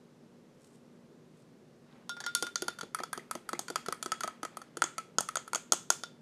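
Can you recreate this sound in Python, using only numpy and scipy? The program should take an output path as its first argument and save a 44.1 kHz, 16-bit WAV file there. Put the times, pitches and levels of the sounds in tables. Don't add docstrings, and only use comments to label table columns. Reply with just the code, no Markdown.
import sys
import numpy as np
from scipy import signal
from scipy.fft import rfft, irfft, next_fast_len
from scipy.io import wavfile
from scipy.ndimage import uniform_filter1d, map_coordinates

SR = 44100
rng = np.random.default_rng(int(sys.argv[2]) if len(sys.argv) > 2 else 0)


def dump_mix(stems):
    frames = np.atleast_2d(stems).T
    limited = np.clip(frames, -1, 1)
    pcm = np.round(limited * 32767).astype(np.int16)
    wavfile.write(sys.argv[1], SR, pcm)


N = 274257
MEDIUM_BLOW_DB = -35.5


def amp(db):
    return 10 ** (np.asarray(db) / 20)


def fade(t, fade_s):
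    return amp(-60 * t / fade_s)


def unit(x):
    return x / np.sqrt(np.mean(x ** 2) + 1e-20)


def along(points, hz):
    freqs, values = np.transpose(points)
    return np.interp(np.log(hz + 1), np.log(freqs + 1), values)


def wobble(rate):
    values = rng.standard_normal(int(N * rate / SR) + 4)
    return map_coordinates(values, [np.arange(N) * rate / SR])


def filtered(x, response):
    size = next_fast_len(N + SR // 2)
    return irfft(rfft(x, size) * response(np.fft.rfftfreq(size, 1 / SR)), size)[:N]


def noise(spectrum):
    return unit(filtered(rng.standard_normal(N), lambda hz: amp(along(spectrum, hz))))


def add(track, s, sound):
    part = track[max(round(s * SR), 0):][:len(sound)]
    part += sound[:len(part)]


def background():
    # (frequency [Hz], relative level [dB])
    air = [(25, -13), (60, -13), (90, -10), (145, -1.5), (235, -9.5), (315, -12), (390, -9.5), (570, -16),
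           (680, -22.5), (1100, -26), (2500, -34.5), (6000, -38), (11000, -46.5), (16000, -48)]
    # (pitch [Hz], level [dB])
    hum_tones = [(151, -68.5), (240, -66)]
    t, hum = np.arange(N) / SR, np.zeros(N)
    for hz, db in hum_tones:
        strength = amp(db + 2.5 * wobble(5.5)) * np.sqrt(2)
        hum += strength * np.sin(2 * np.pi * hz * t + 0.6 * wobble(13))
    return amp(-57.5) * noise(air) + hum


def paper():
    # (peak time [s], time to rise 20 dB [s], time to fall 20 dB [s], level [dB])
    scuffs = [(.65, 0.069, 0.1, -67.5), (.735, 0.044, .09, -70), (1.4, .08, .05, -72)]
    # (frequency [Hz], relative level [dB])
    hiss = [(1000, -14), (3500, -8), (6000, -4), (8500, -0.5), (11000, -11), (14000, -11), (16000, -35)]
    t = np.arange(N) / SR
    strokes = sum(amp(db - 20 * np.maximum((s - t) / rise, (t - s) / fall))
                  for s, rise, fall, db in scuffs)
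    catches = unit(amp(5.3 * wobble(260)))
    return strokes * catches * noise(hiss)


def liquid(count=1100):
    # (time [s], relative level [dB])
    swirl = [(1.8, -79.5), (1.92, -51), (2.0, -56.5), (2.15, -76), (2.6, -105), (3.2, -58), (4.2, -56.5),
             (5.6, -61.5), (6.22, -67.5)]
    bubbles, t = np.zeros(N), np.arange(SR // 80) / SR
    times, sizes = rng.uniform(0, N / SR, count), rng.exponential(size=count)
    pitches = np.clip(2000 * np.exp(0.65 * rng.standard_normal(count)), 400, 10000)
    for s, size, hz in zip(times, sizes, pitches):
        life = np.exp(-t * hz / 2) * (1 - np.exp(-t * hz))
        add(bubbles, s, amp(3 * min(size, 3)) * life * np.sin(2 * np.pi * hz * t))
    foam = noise([(200, -1), (500, 5.0), (1500, -1.5), (4000, -12.5), (10000, -29.5), (16000, -36)])
    foam *= amp(2.5 * wobble(30))
    swirl_db = np.interp(np.arange(N) / SR, *np.transpose(swirl))
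    return amp(swirl_db - 12) * (unit(bubbles) / 2 + foam)


def contacts():
    # (time [s], rim pitch [Hz], rim [dB], knock [dB], spoon's bowl [dB], spoon's edge over bowl [dB])
    wall_strikes = [(2.0936, 1413, -38.5, -52, -49.0, 5.5), (2.1671, 1410, -47, -61, -67.5, 4),
                    (2.2037, 1400, -54, -47.5, -45, -4.5), (2.24, 1445, -51, -51, -48, -17),
                    (2.2637, 1414, -34, -64, -42.5, -1), (2.3503, 1406, -33, -53, -28.5, 2.0),
                    (2.4673, 1415, -39.0, -65, -50, 1), (2.5572, 1403, -34, -46, -28.5, -13),
                    (2.7874, 1423, -43.5, -56.5, -52.5, 2), (2.8106, 1368, -37.5, -56, -43.5, -4),
                    (2.9467, 1280, -32, -58, -46.5, 12), (2.9877, 1234, -40.5, -55, -53, -3.5),
                    (3.035, 1340, -35, -41, -45, -1), (3.13, 1257, -36, -54.5, -46.5, 10.5),
                    (3.3115, 1304, -33, -62, -48.0, 12), (3.4906, 1297, -35.5, -56, -49.5, 9),
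                    (3.5924, 1326, -45, -35.5, -33.5, -2), (3.6823, 1419, -40, -62, -45.5, -4.5),
                    (3.758, 1280, -29, -35.5, -34.5, -2.5), (3.8614, 1370, -40.5, -63, -51, 2),
                    (3.9245, 1270, -31.5, -38.5, -44, 6.5), (4.027, 1306, -38.5, -49, -37.0, -0.5),
                    (4.1193, 1307, -28, -38.5, -34.5, -3.0), (4.2071, 1360, -36, -49, -42, -0.5),
                    (4.2351, 1263, -33, -55, -38, -5.5), (4.2765, 1276, -33.5, -38, -45, 0.5),
                    (4.4504, 1265, -37, -41, -45.0, -2), (4.5701, 1264, -39.0, -43.5, -52, 7.5),
                    (4.6164, 1360, -46.0, -53, -55.5, -1), (4.8206, 1366, -21.5, -32, -32.5, -0.5),
                    (4.8398, 1336, -38.0, -32, -28, -13), (4.9815, 1315, -34.5, -43, -38.5, -2.0),
                    (5.1847, 1320, -26.5, -30.5, -21.5, -12), (5.207, 1274, -47, -35, -32.0, -1),
                    (5.288, 1286, -32.5, -60, -42.0, 1.5), (5.3557, 1346, -29.5, -39.5, -34.5, 0),
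                    (5.37, 1270, -37.5, -35, -30, -25), (5.478, 1330, -44.0, -63, -55.5, 4.5),
                    (5.5324, 1396, -32, -34.5, -38.5, 0.5), (5.5485, 1280, -36, -35.5, -28, -14.5),
                    (5.5567, 1434, -38.5, -34.5, -28.5, -8.0), (5.722, 1364, -27.5, -27.5, -17.5, -9.5),
                    (5.7332, 1266, -38, -32, -31, -4), (5.903, 1396, -28.5, -29.5, -19, -8.0),
                    (6.0357, 1406, -38.5, -44.5, -41, -6)]
    # (time [s], usual knock pitch [Hz], knock [dB], rim [dB], spoon's bowl [dB])
    bottom_knocks = [(2.425, 497, -37.5, -35, -35), (2.6214, 448, -32.5, -39, -38),
                     (2.682, 447, -37.5, -31.5, -38.5), (2.8317, 477, -42.5, -46.5, -57.0),
                     (3.0019, 490, -38, -39, -58), (3.176, 435, -38, -42, -48.5),
                     (3.3524, 475, -36, -43, -46), (3.5313, 620, -32.5, -36, -45),
                     (3.7016, 483, -37.5, -40.5, -44), (3.8846, 440, -34, -33.5, -44.5),
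                     (4.0601, 413, -37, -35.5, -42.5), (4.243, 500, -36, -43, -50.0),
                     (4.431, 430, -36.5, -37, -45), (4.7702, 420, -39.5, -41.5, -43.5)]
    wall_knock_hz, wall_push_db, bottom_push_db = 679, -13.5, -4.5
    for s, rim_hz, rim_db, knock_db, bowl_db, edge_db in wall_strikes:
        yield s, rim_hz, rim_db, wall_knock_hz, knock_db, wall_push_db, bowl_db, edge_db
    for s, knock_hz, knock_db, rim_db, bowl_db in bottom_knocks:
        rim_hz = np.interp(s, *np.transpose(wall_strikes)[:2])
        yield s, rim_hz, rim_db, knock_hz, knock_db, bottom_push_db, bowl_db, 0


def ringing(s):
    # (time [s], rim's fade time [s], overtones' relative level [dB])
    freedom = [(2.1, 0.19, 3), (2.35, 0.13, -2.5), (2.56, 0.034, -9), (2.68, 0.029, -6.5),
               (3.0, 0.021, -11), (4.05, 0.016, -13), (4.13, 0.04, -17), (4.8, 0.012, -16.5),
               (4.98, 0.066, -20), (5.19, 0.016, -21.5), (5.9, 0.024, -21.5), (6.04, 0.028, -6)]
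    times, fade_s, db = np.transpose(freedom)
    return np.interp(s, times, fade_s), np.interp(s, times, db)


def wall_level(s, rim_db, bowl_db):
    weight_db, hardness_db = rim_db - MEDIUM_BLOW_DB, bowl_db - MEDIUM_BLOW_DB
    _, overtones_db = ringing(s)
    return -32.5 + 0.38 * weight_db + 0.59 * hardness_db + 0.48 * overtones_db


def ring(tones, t, scatter_db):
    hz, db, fade_s = np.transpose(tones)[:, :, None]
    size = amp(db + scatter_db * rng.standard_normal(hz.shape)) * rng.choice([-1, 1], hz.shape)
    return np.sum(size * fade(t, fade_s) * np.sin(2 * np.pi * hz * t), axis=0)


def unit_blow(x):
    return x / np.sqrt(np.mean(x[:SR // 125] ** 2) + 1e-20)


def struck(tones, skid_s, crack_db, scatter_db):
    t = np.arange(SR // 16) / SR
    skid = fade(t, skid_s) * (1 - np.exp(-28 * t / skid_s))
    force = 0.093 * rng.standard_normal(len(t)) * skid
    force[0] += 1
    shifted = np.array(tones) * [1 + 0.0042 * rng.standard_normal(), 1, 1]
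    body = signal.fftconvolve(ring(shifted, t, scatter_db), force)[:len(t)]
    low_hz, high_hz = tones[0][0] * 0.88, min(tones[-1][0] * 1.05, SR / 2.2)
    band = signal.butter(3, [low_hz, high_hz], "band", fs=SR)
    crack = signal.lfilter(*band, rng.standard_normal(len(t)) * skid)
    return unit_blow(unit_blow(body) + amp(crack_db) * unit_blow(crack))


def brightened(tones, db_per_octave):
    hz, db, fade_s = np.transpose(tones)
    return np.transpose([hz, db + db_per_octave * np.log2(hz / hz[0]), fade_s])


def clacks():
    # (multiple of the knock pitch, relative level [dB], fade time [s])
    base = [(.78, -2, 0.028), (1, 7, 0.013), (1.25, 3.5, .015), (1.65, -6, 0.0021)]
    # (pitch [Hz], relative level [dB], fade time [s])
    counter = [(247, -10.5, 0.049), (356, -9, 0.14), (480, -0.5, 0.024)]
    near_rim = [(985, 1, 0.018), (1138, 5, 0.0074), (1486, -2.5, 0.033), (1710, -5, 0.016),
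                (1986, -6.5, 0.03), (2310, -19, 0.03)]
    wall = [(3144, -3.5, 0.025), (3450, 0.5, 0.018), (4264, 1.5, 0.0089), (4612, 6.5, 0.015),
            (5375, -9.5, 0.028), (5840, 2, 0.012)]
    bowl = [(6540, 7.5, 0.012), (6690, -3, 0.012), (6910, -7.5, 0.03), (7170, -2, 0.018)]
    tick = [(8230, 4.5, 0.015), (8900, 1.5, 0.0056), (9470, 5.5, 0.012), (9900, 1, 0.022),
            (10800, 2, 0.0016), (10670, 5, 0.0035), (11200, -9, 0.0053), (13300, -47, 0.0045)]
    # (time [s], skid length [factor])
    sliding = [(2.1, 1.2), (2.45, 1.5), (2.7, 1.0), (3.1, 1.3), (4.4, 0.89), (5.3, 0.84), (6.0, 0.63)]
    out = np.zeros(N)
    for s, _, rim_db, knock_hz, knock_db, push_db, bowl_db, edge_db in contacts():
        blow_db = max(rim_db, knock_db, bowl_db)
        skid_s = 0.016 * 2 ** ((MEDIUM_BLOW_DB - blow_db) / 9.5)
        skid_s *= np.interp(s, *np.transpose(sliding))
        knock = np.array(base) * [knock_hz * (1 + 0.051 * rng.standard_normal()), 1, 1]
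        add(out, s, amp(knock_db + push_db) * struck(counter, skid_s, crack_db=-3.5, scatter_db=0.5))
        add(out, s, amp(knock_db - 2.95) * struck(knock, skid_s, crack_db=0, scatter_db=2))
        add(out, s, amp(rim_db - 7) * struck(near_rim, skid_s, crack_db=-6, scatter_db=3))
        _, overtones_db = ringing(s)
        clack_db = wall_level(s, rim_db, bowl_db) - 1.5 * amp(overtones_db)
        add(out, s, amp(clack_db) * struck(wall, skid_s, crack_db=-10, scatter_db=0.5))
        add(out, s, amp(bowl_db - 3.05) * struck(bowl, skid_s, crack_db=-7, scatter_db=3))
        edge = brightened(tick, db_per_octave=edge_db + 8)
        add(out, s, amp(bowl_db + edge_db - 2.7) * struck(edge, skid_s, crack_db=-4.5, scatter_db=2.5))
    return out


def singing():
    # (pitch [Hz], relative level [dB], fade time [s])
    overtones = [(3300, -15, .13), (3548, -6, .19), (3880, -15, .16), (4630, -9, .085), (5455, -5.5, .09),
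                 (6425, -13, .08), (7540, -18, .07)]
    # (free pitch [Hz], relative level [dB], fade time [s])
    second_rim = [(3524, -21, .34)]
    free_rim_hz = 1403
    out, t = np.zeros(N), np.arange(SR // 4) / SR
    for s, rim_hz, rim_db, _, _, _, bowl_db, _ in contacts():
        rim_fade_s, overtones_db = ringing(s)
        rim = np.sin(2 * np.pi * rim_hz * t) * fade(t, rim_fade_s) * (1 - np.exp(-t / 0.0023))
        add(out, s, amp(rim_db - 1.5) * unit_blow(rim))
        sag = np.array([(rim_hz / free_rim_hz) ** 0.8, 1, 1])
        wall_db = wall_level(s, rim_db, bowl_db)
        add(out, s, amp(wall_db + overtones_db) * ring(sag * overtones, t, scatter_db=-2))
        add(out, s, amp(wall_db) * ring(sag * second_rim, t, scatter_db=3))
    return out


def gulps():
    # (time [s], starting pitch [Hz], relative level [dB])
    bubbles = [(2.204, 1620, -44), (2.207, 850, -47.5), (2.239, 1660, -44), (2.992, 1730, -44.5),
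               (3.132, 1530, -37), (3.195, 1945, -49), (3.55, 2080, -47.5)]
    out, t = np.zeros(N), np.arange(SR // 20) / SR
    for s, hz, db in bubbles:
        life = fade(t, 0.031) * (1 - np.exp(-t / 0.00019))
        add(out, s, amp(db + 8.5) * life * np.sin(2 * np.pi * hz * t * (1 + 4 * t)))
    return out


def echoes(x):
    # (delay [s], level [dB])
    bounces = [(.0062, -23), (0.0102, -49), (0.021, -21.5)]
    out = np.zeros(N)
    for delay, db in bounces:
        add(out, delay, amp(db) * x)
    return out


def kitchen(x, wet_db):
    # (frequency [Hz], fade time [s])
    fade_times = [(150, 0.84), (500, 0.18), (1500, 0.27), (4000, 0.32), (7000, 0.3), (10000, 0.27),
                  (15000, 0.45)]
    # (frequency [Hz], relative level [dB])
    colour = [(150, 0.5), (500, -5), (900, -2), (1350, -2.5), (2400, 4), (3400, -0.5), (4600, -3.5),
              (6600, -4.5), (8300, 1), (11000, -10), (13000, -2.5), (15000, -4.5)]
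    delay = SR // 160
    hz, t, spectra = signal.stft(np.pad(x, (delay, 0)), SR, nperseg=256)
    power = np.abs(uniform_filter1d(np.abs(spectra) ** 2, size=5, axis=0))
    kept = fade(t[1], along(fade_times, hz)) ** 2
    stored = np.array([signal.lfilter([1 - k], [1, -k], band) for k, band in zip(kept, power)])
    wash = signal.stft(rng.standard_normal(N + delay), SR, nperseg=256)[2]
    tail = wash / np.std(wash) * np.sqrt(stored) * amp(wet_db + along(colour, hz))[:, None]
    return signal.istft(tail, SR, nperseg=256)[1][:N]


def afterglow(x, wet_db, fade_s):
    t = np.arange(SR // 2) / SR
    tail = rng.standard_normal(len(t)) * fade(t, fade_s) * (1 - np.exp(-t / 0.0036))
    return amp(wet_db) * signal.fftconvolve(x, tail / np.linalg.norm(tail))[:N]


def scene():
    sharp = clacks() + liquid() + gulps() + paper()
    tones = singing()
    direct = sharp + tones
    room = kitchen(sharp, wet_db=-10.5) + afterglow(tones, wet_db=-17, fade_s=0.35)
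    return (direct + echoes(direct) + room + background())[None]


def record(dry):
    # (frequency [Hz], level [dB])
    colour = [(30, 10), (80, -5.5), (130, -4.5), (200, 0), (12000, 0.5), (14000, -10), (15500, -15)]
    top_hz = 15300
    thin = signal.lfilter(*signal.butter(2, 130, "high", fs=SR), dry[0])
    return filtered(thin, lambda hz: amp(along(colour, hz)) / np.sqrt(1 + (hz / top_hz) ** 90))[None]


dry = scene()
out = record(dry)
dump_mix(out)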